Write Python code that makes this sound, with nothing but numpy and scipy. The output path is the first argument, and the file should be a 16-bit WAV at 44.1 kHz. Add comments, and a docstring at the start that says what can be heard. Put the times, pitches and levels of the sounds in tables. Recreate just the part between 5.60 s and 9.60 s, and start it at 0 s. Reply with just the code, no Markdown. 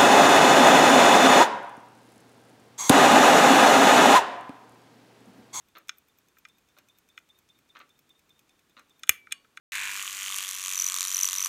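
"""A mechanical stopwatch ticks ten times a second, held close in a small quiet room. Each tick is a
tooth dropping on the pallet and ringing the plate; the hairspring sings on every other beat.
The crown clicks under the finger, is pressed home with a loud snap that stops the movement, and clicks
again as it is let go. Farther off something knocks softly once a second, like a wall clock."""
import sys
import numpy as np
from scipy import signal
from scipy.fft import rfft, irfft, next_fast_len
from scipy.io import wavfile
from scipy.ndimage import map_coordinates

SR = 44100
rng = np.random.default_rng(int(sys.argv[2]) if len(sys.argv) > 2 else 0)


def master_out(mix):
    """Clip the mix to full scale and print it as 16-bit PCM to the path in sys.argv[1]."""
    frames = np.transpose(np.atleast_2d(mix))
    ceiling = np.clip(frames, -1, 1)
    pcm = np.round(ceiling * 32767).astype(np.int16)
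    wavfile.write(sys.argv[1], SR, pcm)


N = 176400
T = np.arange(SR // 2) / SR  # time within one hit [s]

# escapement beats (time [s], bright edge level [dB], body level [dB])
BEATS = [(0.0853, -61, -61), (0.1827, -44.5, -53.5), (0.2838, -50, -45.5), (0.3831, -45, -58),
         (.4843, -57.5, -63), (0.586, -51.5, -59.5), (.685, -60, -58.5), (0.7849, -49, -56.5),
         (0.8855, -60, -54), (0.9839, -57.5, -60.5), (1.0872, -66, -60), (1.1854, -50.5, -49.5),
         (1.286, -60, -54.5), (1.3855, -51, -57.5), (1.4882, -59, -56.5), (1.587, -58, -54),
         (1.689, -64, -59.5), (1.788, -53, -59), (1.8888, -67, -57.5), (1.9884, -58.5, -60),
         (2.0897, -68, -63), (2.1902, -55.5, -56), (2.2917, -64, -59.5), (2.3905, -52.5, -57),
         (2.4924, -59, -59.5), (2.5928, -59.5, -59), (2.6929, -59, -59.5), (2.7921, -56, -55.5),
         (2.893, -68, -56), (2.9925, -62, -60), (3.096, -65, -63), (3.1937, -58, -51), (3.295, -63, -59),
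         (3.3938, -53, -56.5)]
# a tick's bright edge: narrow pallet resonances (frequency [Hz], gain [dB])
PALLET_EQ = [(8000, -31), (10150, -26.5), (10700, -15.5), (11200, -14.5), (11900, -6), (12350, 2.5),
             (12950, -15), (13350, 4), (14000, -3), (14550, -18), (15200, -4), (15700, -6.5), (16200, -25)]
# body of a tick or a lever's scrape (frequency [Hz], gain [dB])
BODY_EQ = [(1000, -27.5), (1900, -12.5), (2420, 3.5), (2950, -9.5), (3550, 4), (4600, -12), (5400, 1),
           (6450, 1.5), (7400, -3.5), (8300, -2), (10000, -5.5), (13000, -24)]
# modes of the movement's plate (frequency [Hz], level [dB], t60 [s])
PLATE_MODES = [(2240, -10, .06), (2500, -2.5, .05), (3500, -6.5, .03), (5300, -11, 0.051),
               (6380, -7, 0.054), (7400, -9, 0.032), (8240, -9, 0.023)]
# swell of the hairspring's singing (time [s], level [dB])
SPRING_SWELL = [(.08, -71), (.5, -69.5), (.7, -75), (.89, -59.5), (1.09, -70), (1.29, -58), (1.49, -60),
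                (1.69, -53.5), (1.89, -55.5), (2.09, -55), (2.29, -60), (2.49, -54.5), (2.69, -56.5),
                (2.89, -66.5), (3.09, -67), (3.29, -59.5)]
# bursts in one balance swing (delay [s], frequency [Hz], level [dB], attack [s], t60 [s])
SWING_BURSTS = [(.004, 3610, -1.5, .002, .05), (.0115, 3575, 7, .002, .065), (.052, 3650, -5.5, .018, .1)]
# crown clicks (time [s], level in each of the six CLICK_BANDS [dB], decay stretch [ratio])
CROWN_CLICKS = [(0.2932, -32, -32.5, -31, -30, -47.5, -50, 1.08),
                (0.769, -55.5, -62, -72, -82, -86, -86, 2), (0.8518, -43, -44, -50, -52, -74, -82, 1.43),
                (1.577, -40.5, -40.5, -43, -53.5, -63.5, -65, 1.04),
                (3.4341, -37.5, -41.5, -35.5, -39.5, -44.5, -56.5, 1.08),
                (3.4702, -65.5, -69, -66, -65, -60, -63, 0.82),
                (3.4745, -50.5, -55, -47, -59, -57, -70, 1.35),
                (3.4813, -66, -65.5, -63, -72, -65, -72, 0.79),
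                (3.4932, -18.5, -12, -17, -13.5, -14, -15, 0.94),
                (3.6708, -44, -51, -64, -73, -80, -80, 0.89), (3.71, -51.5, -53, -48, -64, -66, -70, 2.4),
                (3.7183, -50.5, -35.5, -41, -56.5, -64, -65, 1.3),
                (3.7228, -35, -27, -26.5, -29.5, -27, -42, 1.19),
                (3.846, -57, -65, -66.5, -77, -84, -83.5, 1.5),
                (3.973, -36, -39.5, -42.5, -49.5, -53.5, -63.5, 1)]
# bands that voice a click (low edge [Hz], high edge [Hz])
CLICK_BANDS = [(1000, 2100), (2100, 2700), (2700, 4800), (4800, 7000), (7000, 11800), (11800, 16000)]
# modes of the steel case (frequency [Hz], level [dB], unstretched t60 [s])
CASE_MODES = [(1310, -8, .02), (1560, -3, .018), (1880, -4, .018), (2075, -3, .022), (2395, 4, .026),
              (2600, -8, .018), (2910, -6, .026), (3470, -1, .02), (3900, -13, .018), (4250, -14, .014),
              (5380, -5, .016), (6550, 4, .014), (7350, -4, .016), (8240, -6, .022), (8830, -8, .014),
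              (9430, -1, .01), (11100, -4, .007), (12780, -1, .016), (14070, -9, .014), (14900, -6, .007)]
# noisy crack of a blow on the case (frequency [Hz], gain [dB])
CRACK_EQ = [(60, -18.5), (300, -26), (850, -24), (1250, 4.5), (2400, -2), (4000, -4), (4800, -13),
            (6300, -1), (10000, -4.5), (15000, -1.5), (16200, -16.5)]
# thump as the snap jolts the hand (frequency [Hz], gain [dB])
THUMP_EQ = [(25, -4.5), (80, 7.5), (170, -6), (450, 2.5), (750, -6.5), (1000, -16), (1500, -30.5)]
# what the snap throws sideways into the room (frequency [Hz], gain [dB])
SPRAY_EQ = [(600, -39), (1200, -3.5), (2500, 0), (4500, -5.5), (6000, -5.5), (11000, -8), (16000, -7.5)]
# springs left ringing by press and release (time [s], frequency [Hz], level [dB], t60 [s])
SPRING_RINGS = [(3.4345, 6700, -59, 0.13), (3.4935, 2310, -48, 0.7), (3.4923, 2400, -47, .22),
                (3.4935, 2907, -48, .19), (3.4935, 3262, -58.5, .35), (3.723, 1110, -63.5, 0.47),
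                (3.725, 4480, -63, .45), (3.722, 2859, -46, 0.19), (3.723, 3340, -55, 0.13)]
# distant knocks, in clusters a second apart (time [s], level [dB])
KNOCKS = [(.152, -48.5), (0.159, -45.5), (0.1677, -42), (0.174, -51.5), (1.167, -56.5), (1.176, -54.5),
          (1.186, -53.5), (2.152, -49), (2.159, -44.5), (2.1677, -43.5), (2.201, -46.5), (2.206, -48.5),
          (2.2124, -48), (2.216, -52), (3.167, -47.5), (3.176, -48.5), (3.187, -50), (3.196, -50.5)]
# dull colour of a knock (frequency [Hz], gain [dB])
KNOCK_EQ = [(40, -32), (140, -29), (280, -6), (420, -17.5), (600, -5.5), (850, -15.5), (1200, 5),
            (1700, -5), (2400, -7), (3200, -10.5), (4100, -7), (5000, -26), (6500, -23.5), (9000, -52),
            (16000, -36)]
# reverb decay (frequency [Hz], t60 [s])
REVERB_DECAY = [(100, 0.39), (1200, 0.17), (3000, 0.24), (7000, 0.18), (15000, .22)]
# reverb colour (frequency [Hz], gain [dB])
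REVERB_EQ = [(80, -11.5), (300, 2), (1500, -1.5), (2800, -5), (6000, -10.5), (14000, -11.5)]
# room tone (frequency [Hz], gain [dB])
ROOM_TONE_EQ = [(12, -36.5), (20, -9), (70, 0), (285, 2), (485, -1.5), (542, -5), (759, -5.5), (1330, -4),
                (2140, -8.5), (2390, -6.5), (2910, -9.5), (3630, -9), (3950, -11), (4940, -13.5),
                (6540, -12.5), (8650, -16), (10200, -18.5), (13900, -18), (16000, -23)]

TICK_DB, TICK_T60_S, TICK_HOLD_S, PLATE_DB = -6.5, .02, .0012, -4.5
UNLOCK_LEAD_S, UNLOCK_DB = .0105, -13
HAIRSPRING_DB, HAIRSPRING_WOBBLE_RAD, RING_WOBBLE_RAD = -4, .3, .7
CLICK_DB, CRACK_DB, CRACK_T60_S, CASE_LOW_CUT_HZ = -1, -7.5, .017, 1160
SCRAPE_S, SCRAPE_DB, SCRAPE_MAX_DB = .0074, -22.5, -48
THUMP_DB, THUMP_T60_S, SPRAY_DB = -38, .03, -13.5
KNOCK_T60_S, KNOCK_WET_DB = .035, -4
WATCH_WET_DB, REVERB_ONSET_S, ROOM_TONE_DB = -15.5, .0057, -69.5
UNIT_HIT_S, TOP_HZ = .003, 16000


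def escapement():
    """Each beat: the pallet faintly unlocks, then the tooth drops on it and rings the plate."""
    out = np.zeros(N)
    for s, edge_db, body_db in BEATS:
        for lead, db in ((UNLOCK_LEAD_S, UNLOCK_DB), (0, 0)):
            edge = amp(edge_db) * burst(PALLET_EQ, TICK_T60_S, TICK_HOLD_S)
            body = amp(body_db) * burst(BODY_EQ, TICK_T60_S, TICK_HOLD_S)
            add(out, s - lead, amp(TICK_DB + db) * (edge + body))
        add(out, s, amp(body_db + PLATE_DB) * modes(PLATE_MODES))
    return out


def hairspring():
    """The spring sings in short bursts once per full swing of the balance."""
    out = np.zeros(N)
    for s, _, _ in BEATS[::2]:
        swell_db = np.interp(s, *np.transpose(SPRING_SWELL))
        for delay, hz, db, attack, t60 in SWING_BURSTS:
            envelope = np.minimum(T / attack, 1) * decay(t60, hold=attack)
            tone = np.sin(2 * np.pi * hz * T + HAIRSPRING_WOBBLE_RAD * wobble(300))
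            add(out, s + delay, amp(swell_db + db + HAIRSPRING_DB) * envelope * tone)
    return out


def crown():
    """The crown and its levers click; the loudest snap thumps and fills the room, and springs ring on."""
    out, spray = np.zeros(N), np.zeros(N)
    for s, *levels_db, stretch in CROWN_CLICKS:
        add(out, s, amp(CLICK_DB) * voiced(case_ring(stretch), levels_db))
        scrape_db = min(max(levels_db) + SCRAPE_DB, SCRAPE_MAX_DB)
        add(out, s - SCRAPE_S, amp(scrape_db) * lever_scrape())
    snap_s = max(CROWN_CLICKS, key=lambda click: click[1])[0]
    add(out, snap_s, amp(THUMP_DB) * burst(THUMP_EQ, THUMP_T60_S))
    add(spray, snap_s, amp(SPRAY_DB) * burst(SPRAY_EQ, CRACK_T60_S))
    for s, hz, db, t60 in SPRING_RINGS:
        tone = np.sin(2 * np.pi * hz * T + RING_WOBBLE_RAD * wobble(90))
        add(out, s, amp(db) * decay(t60) * tone)
    return out + amp(WATCH_WET_DB) * reverb(spray)


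def case_ring(stretch):
    """One blow on the case: short modes and a crack; the small case radiates no bass."""
    ring = unit_hit(modes(CASE_MODES, stretch))
    crack = amp(CRACK_DB) * burst(CRACK_EQ, CRACK_T60_S * stretch)
    low_cut = signal.butter(12, CASE_LOW_CUT_HZ, "high", fs=SR, output="sos")
    return signal.sosfilt(low_cut, ring + crack)


def lever_scrape():
    """A lever slides for a moment before it drops: noise swelling into the click."""
    swell = np.linspace(0, 1, int(SCRAPE_S * SR) + 2)
    friction = coloured(rng.standard_normal(len(T)), BODY_EQ)[:len(swell)]
    return swell * friction / friction.std()


def distant_knocks():
    """A dull clatter once a second, with plenty of room on it."""
    out = np.zeros(N)
    for s, db in KNOCKS:
        add(out, s, amp(db) * burst(KNOCK_EQ, KNOCK_T60_S))
    return out + amp(KNOCK_WET_DB) * reverb(out)


def reverb(x):
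    """The small room's answer: a short diffuse tail that lingers longest in the bass."""
    hz, t, spectrum = signal.stft(rng.standard_normal(len(T)), SR, nperseg=256)
    fade = amp(-60 * t / along(REVERB_DECAY, hz)[:, None])
    tail = signal.istft(spectrum * fade, SR, nperseg=256)[1][:len(T)]
    tail *= np.clip(T / REVERB_ONSET_S - .5, 0, 1)  # soft pre-delay
    return signal.fftconvolve(x, coloured(tail / np.linalg.norm(tail), REVERB_EQ))[:N]


def room_tone():
    """A steady bed of faint rumble and hiss."""
    bed = coloured(rng.standard_normal(N), ROOM_TONE_EQ)
    return amp(ROOM_TONE_DB) * bed / bed.std()


def modes(table, stretch=1):
    """Struck metal: short ringing modes, a little different at every blow."""
    return sum(rng.choice([-1, 1]) * amp(db + rng.normal(0, 1))
               * decay(t60 * stretch) * np.sin(2 * np.pi * hz * T) for hz, db, t60 in table)


def burst(eq, t60, hold=0):
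    """A coloured burst of noise that holds, then dies."""
    return unit_hit(coloured(rng.standard_normal(len(T)) * decay(t60, hold), eq))


def voiced(hit, levels_db):
    """EQ a hit toward its level in each band: a harder contact is brighter."""
    hz = np.fft.rfftfreq(len(hit), 1 / SR)
    for _ in range(2):
        power = 2 * abs(rfft(hit)) ** 2 / (len(hit) * UNIT_HIT_S * SR)
        eq = [(np.sqrt(lo * hi), db - 10 * np.log10(power[(hz > lo) & (hz < hi)].sum()))
              for (lo, hi), db in zip(CLICK_BANDS, levels_db)]
        hit = coloured(hit, eq)
    return hit


def coloured(x, eq):
    """Minimum-phase EQ through (frequency [Hz], gain [dB]) points."""
    size = 2 * next_fast_len(len(x) // 2 + 4096)
    cepstrum = irfft(along(eq, np.fft.rfftfreq(size, 1 / SR)) * np.log(10) / 20)
    cepstrum[1:size // 2] *= 2
    cepstrum[size // 2 + 1:] = 0
    return irfft(rfft(x, size) * np.exp(rfft(cepstrum)), size)[:len(x)]


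def along(points, hz):
    """Read a curve on a log frequency axis."""
    knots_hz, values = np.transpose(points)
    return np.interp(np.log(hz + 1), np.log(knots_hz + 1), values)


def unit_hit(x):
    """Scale a hit to the energy of UNIT_HIT_S at full level."""
    return x / np.sqrt(np.sum(x ** 2) / (UNIT_HIT_S * SR) + 1e-20)


def decay(t60, hold=0):
    """An envelope that holds, then falls 60 dB every t60 seconds."""
    return amp(-60 * np.maximum(T - hold, 0) / t60)


def wobble(rate):
    """A smooth random curve over one hit, rate knots a second."""
    return map_coordinates(rng.standard_normal(int(rate) + 4), [T * rate])


def amp(db):
    return 10 ** (np.asarray(db) / 20)


def add(track, s, x):
    """Mix x into the track at s seconds."""
    start = max(round(s * SR), 0)
    track[start:start + len(x)] += x[:max(N - start, 0)]


def scene():
    """The watch up front, the knocks behind it, the quiet room underneath; mono."""
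    watch = escapement() + hairspring() + crown()
    return (watch + amp(WATCH_WET_DB) * reverb(watch) + distant_knocks() + room_tone())[None]


def record(dry):
    """Clip at full scale, then cut the treble steeply above TOP_HZ."""
    size = next_fast_len(N + SR // 2)
    high_cut = 1 / (1 + (np.fft.rfftfreq(size, 1 / SR) / TOP_HZ) ** 160)
    return irfft(rfft(np.clip(dry, -1, 1), size) * high_cut, size)[:, :N]


dry = scene()
out = record(dry)
master_out(out)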